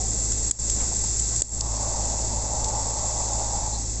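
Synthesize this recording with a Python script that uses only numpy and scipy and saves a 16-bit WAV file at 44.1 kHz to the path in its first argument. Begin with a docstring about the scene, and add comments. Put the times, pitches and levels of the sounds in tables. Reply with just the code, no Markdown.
"""A welding charge burns

A charge is lit in its mould on stony ground, over a steady sizzling hiss and the hum of an engine.
A flint igniter scrapes and snaps; the two hardest snaps make a limiter turn everything down briefly.
The powder catches and burns for two seconds with a hollow, fluttering rush from the mould's mouth."""
import sys
import numpy as np
from scipy import signal
from scipy.fft import rfft, irfft
from scipy.io import wavfile
from scipy.ndimage import uniform_filter1d

SR = 44100
rng = np.random.default_rng(int(sys.argv[2]) if len(sys.argv) > 2 else 0)


def pcm_store(signal):
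    """Save signal as 16-bit PCM."""
    levels = np.round(np.clip(np.atleast_2d(signal), -1, 1) * 32767)
    wavfile.write(sys.argv[1], SR, levels.astype(np.int16).T)


N = 176400
T = np.arange(N) / SR
HZ = np.maximum(np.arange(N // 2 + 1) * SR / N, 1)


def amp(db):
    """Turn decibels into a number to multiply a sound by."""
    return 10 ** (np.asarray(db) / 20)


def unit_power(x):
    """Scale a sound so that its average power is 1."""
    return x / np.sqrt(np.mean(x ** 2) + 1e-20)


def level(rows):
    """A volume curve through (time [s], level [dB]) points."""
    return amp(np.interp(T, *np.transpose(rows)))


def drift(rate_hz):
    """A random wander of typical size 1; a higher rate wanders faster."""
    return unit_power(irfft(rfft(rng.standard_normal(N)) / (1 + (HZ / rate_hz) ** 2), N))


def colour(x, points):
    """Shape a sound's lows and highs by (frequency [Hz], level [dB]) points, at power 1."""
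    hz, db = np.transpose(points)
    gain = amp(np.interp(np.log(HZ), np.log(hz), db))
    return unit_power(irfft(rfft(x) * gain, N))


def resonant_noise(hz, width_hz):
    """Noise passed twice through one resonance: the narrower it is, the more like a note."""
    r = np.exp(-np.pi * width_hz / SR)
    resonance = [1, 0, -1, 1, -2 * r * np.cos(2 * np.pi * hz / SR), r * r]
    return unit_power(signal.sosfilt([resonance, resonance], rng.standard_normal(N + SR))[SR:])


def swell(peak_s, fade_s, hz, width_hz, db):
    """A band of noise that fades in and out around its peak."""
    return amp(db) * np.exp(-((T - peak_s) / fade_s) ** 2) * resonant_noise(hz, width_hz)


def rasps(rows, tone, attack_s=0.00044, stop_s=0.0014, tail_db=-20.5, tail_s=0.0034):
    """Short bursts of noise: each starts sharply, holds, then stops with a faint tail."""
    envelope = np.zeros(N)
    for start, db, length in rows:
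        rise = np.clip((T - start) / attack_s, 0, 1)
        after = np.maximum(T - start - length, 0)
        fall = np.exp(-after / stop_s) + amp(tail_db) * np.exp(-after / tail_s)
        envelope += amp(db) * rise * fall
    grit = colour(rng.standard_normal(N), tone)
    return envelope * grit / np.sqrt(uniform_filter1d(grit ** 2, size=220))   # evens out the noise


# how loud the rumble is: (time [s], level [dB])
RUMBLE_VOLUME = [(0, -35), (.8, -33.5), (1.1, -35.5), (1.5, -36.5), (2.1, -33.5), (3, -35.5), (4, -36)]
# the rumble's tone: (frequency [Hz], level [dB])
RUMBLE_TONE = [(12, 6.5), (25, 1), (42, 3.5), (75, 0), (130, -7.5), (200, -7), (400, -12), (700, -18.5),
               (1000, -25.5), (1500, -32), (3000, -46)]
def rumble():
    """A low outdoor rumble gently rises and falls."""
    return level(RUMBLE_VOLUME) * colour(rng.standard_normal(N), RUMBLE_TONE)


# the notes in the hum: (multiple of the lowest pitch, level [dB])
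ENGINE_NOTES = [(1, -32), (2, -39.5), (3, -63.5)]
def engine(pitch_hz=53.9, wobble_rad=0.27, throb_db=-0.5):
    """An engine runs unevenly, so its hum wobbles in pitch and loudness."""
    phase = 2 * np.pi * pitch_hz * T + wobble_rad * drift(6.4)
    hum = np.zeros(N)
    for multiple, db in ENGINE_NOTES:
        strength = np.sqrt(2) * amp(db + throb_db * drift(7.1))
        hum += strength * np.sin(multiple * phase + rng.uniform(0, 2 * np.pi))
    return hum


# how loud the hiss is: (time [s], level [dB])
HISS_VOLUME = [(0, -29.5), (.5, -28.5), (1.4, -28.5), (1.55, -34), (1.68, -31), (1.8, -29.5), (2.15, -28.5),
               (2.5, -30), (3.1, -28.5), (3.55, -29.5), (4, -33)]
# the hiss's tone: (frequency [Hz], level [dB])
HISS_TONE = [(1200, -28), (1700, -25), (2400, -27), (3100, -31), (3400, -22), (3800, -20.5), (4600, -15),
             (5800, -8), (6800, -3), (7450, 2), (7900, -4), (8080, -17.5), (8300, -16), (8600, -52)]
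# faint ringing in the hiss: (frequency [Hz], width [Hz], level against the hiss [dB])
HISS_RESONANCES = [(2000, 110, -32.5), (2640, 120, -34.5), (4615, 68, -26), (5380, 150, -23.5)]
def hiss(sizzle_db=1, waver_db=0.58):
    """A fine, bright sizzle with a shrill edge that fades as the powder catches."""
    grains = rng.standard_normal(N) * amp(sizzle_db * drift(590))
    ringing = sum(amp(db) * resonant_noise(hz, width) for hz, width, db in HISS_RESONANCES)
    sizzle = level(HISS_VOLUME) * (colour(grains, HISS_TONE) + ringing)
    edge = level([(1.55, -31.5), (1.67, -59.5)]) * resonant_noise(hz=7476, width_hz=380)
    return (sizzle + edge) * amp(waver_db * drift(23))


# handling noises: (time [s], fade time [s], frequency [Hz], width [Hz], level [dB])
HANDLING = [(0.014, .045, 767, 50, -41), (0.162, 0.2, 430, 250, -46), (0.83, 0.052, 510, 700, -40.5),
            (0.81, 0.017, 2200, 1800, -47.5), (0.926, 0.011, 740, 300, -39), (1.044, 0.0058, 820, 350, -39),
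            (1.216, 0.02, 150, 70, -41), (1.331, 0.024, 630, 500, -42.5)]
def scuffs():
    """Handling around the mould makes dull scuffs and knocks."""
    return sum(swell(*row) for row in HANDLING)


# igniter strokes: (time [s], level [dB], length [s], knock against the stroke [dB])
IGNITER_STROKES = [(0.3183, -24, 0.005, -18), (0.5101, -1.5, 0.0036, -19), (0.6973, -18.5, 0.0046, -38),
                   (1.194, -22, 0.0066, -37.5), (1.3598, -23.5, 0.006, -35), (1.4186, -4.5, 0.0031, -17)]
# the flint's tone: (frequency [Hz], level [dB])
FLINT_TONE = [(1200, -33), (2400, -29.5), (3300, -16), (3900, -20.5), (5500, -12.5), (7000, 4.5), (7900, 3),
              (8600, -18.5)]
# the tone of the frame's knock: (frequency [Hz], level [dB])
FRAME_TONE = [(100, -3), (550, 6.5), (1000, -8.5), (1700, -5), (3300, -13), (6000, -29)]
def igniter():
    """The flint scrapes brightly; a hard stroke also knocks the igniter's frame."""
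    scrapes = [(start, db, length) for start, db, length, _ in IGNITER_STROKES]
    knocks = [(start, db + knock, length) for start, db, length, knock in IGNITER_STROKES]
    return rasps(scrapes, FLINT_TONE) + rasps(knocks, FRAME_TONE)


# the first pop and a later spark: (time [s], level [dB], length [s])
SPARK_BURSTS = [(1.6068, -21, 0.0041), (2.642, -24.5, 0.0054)]
# a spark's tone: (frequency [Hz], level [dB])
SPARK_TONE = [(1500, -35), (3000, -20.5), (4000, -6.5), (5500, 0.5), (6700, 2.5), (7800, 8), (8500, -31)]
def sparks():
    """The powder pops as it catches, spits once and fizzes as it dies."""
    pops = rasps(SPARK_BURSTS, SPARK_TONE)
    fizz = swell(peak_s=3.75, fade_s=0.029, hz=4120, width_hz=510, db=-43)
    return pops + fizz


# how strong the burn is: (time [s], level [dB], flame against it [dB], deep note against it [dB])
BURN_VOLUMES = [(1.55, -54, -8, -0.5), (1.67, -42.5, -6.5, -4), (1.87, -38, -9, -2),
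                (2.05, -38.5, -20, -1.5), (2.3, -40.5, -21, -2), (2.62, -35.5, -13.5, -4.5),
                (2.8, -36.5, -16.5, -5), (3.05, -38.5, -9.5, -1), (3.3, -36, -17, -4.5),
                (3.419, -37.5, -21, -3), (3.58, -35, -24.5, -7.5), (3.78, -40.5, -25, -9),
                (3.87, -56.5, -7, -4), (4, -56, -12, -8)]
def burn(flutter_db=1, flutter_hz=32):
    """Fluttering gas sounds two hollow notes in the mould's mouth; open flame adds a brighter one."""
    strength, flame_gain, deep_gain = (level(np.array(BURN_VOLUMES)[:, [0, k]]) for k in (1, 2, 3))
    mouth = resonant_noise(hz=840, width_hz=191)
    deep = deep_gain * resonant_noise(hz=597, width_hz=238)
    flame = flame_gain * resonant_noise(hz=1094, width_hz=157)
    return strength * (mouth + deep + flame) * amp(flutter_db * drift(flutter_hz))


def scene():
    """All the sounds add up in one channel."""
    return (rumble() + engine() + hiss() + scuffs() + igniter() + sparks() + burn())[None]


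def hold(excess_db, look_ahead_s=0.0056, block=1024, offset=256, hold_blocks=3):
    """Start a volume cut just before a loud sound and keep it for a few blocks of samples."""
    ahead = int(look_ahead_s * SR)
    held = np.zeros(N)
    for start in range(offset - block, N, block):
        first, end = max(start, 0), min(start + block, N)
        oldest = max(start - hold_blocks * block, 0)
        highest = np.maximum.accumulate(excess_db[oldest:end + ahead])
        held[first:end] = highest[first - end:]
    return held


def release(cut_db, db_per_s):
    """Let a volume cut shrink at a steady rate."""
    return np.maximum.accumulate(cut_db + db_per_s * T) - db_per_s * T


def record(dry, limit_db=-15, slow_share=0.25, cutoff_hz=9180):
    """A limiter dips the volume on loud snaps and recovers fast, then slowly; the top treble is cut."""
    power = uniform_filter1d(dry[0] ** 2, size=176)
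    level_db = 10 * np.log10(np.abs(power) + 1e-12)
    held = hold(np.maximum(level_db - limit_db, 0))
    slow, fast = release(held, db_per_s=106), release(held, db_per_s=4008)
    cut_db = slow_share * slow + (1 - slow_share) * fast
    limited = dry * amp(-uniform_filter1d(cut_db, size=66))
    return signal.sosfilt(signal.cheby2(20, 70, cutoff_hz, fs=SR, output="sos"), limited)


dry = scene()
out = record(dry)
pcm_store(out)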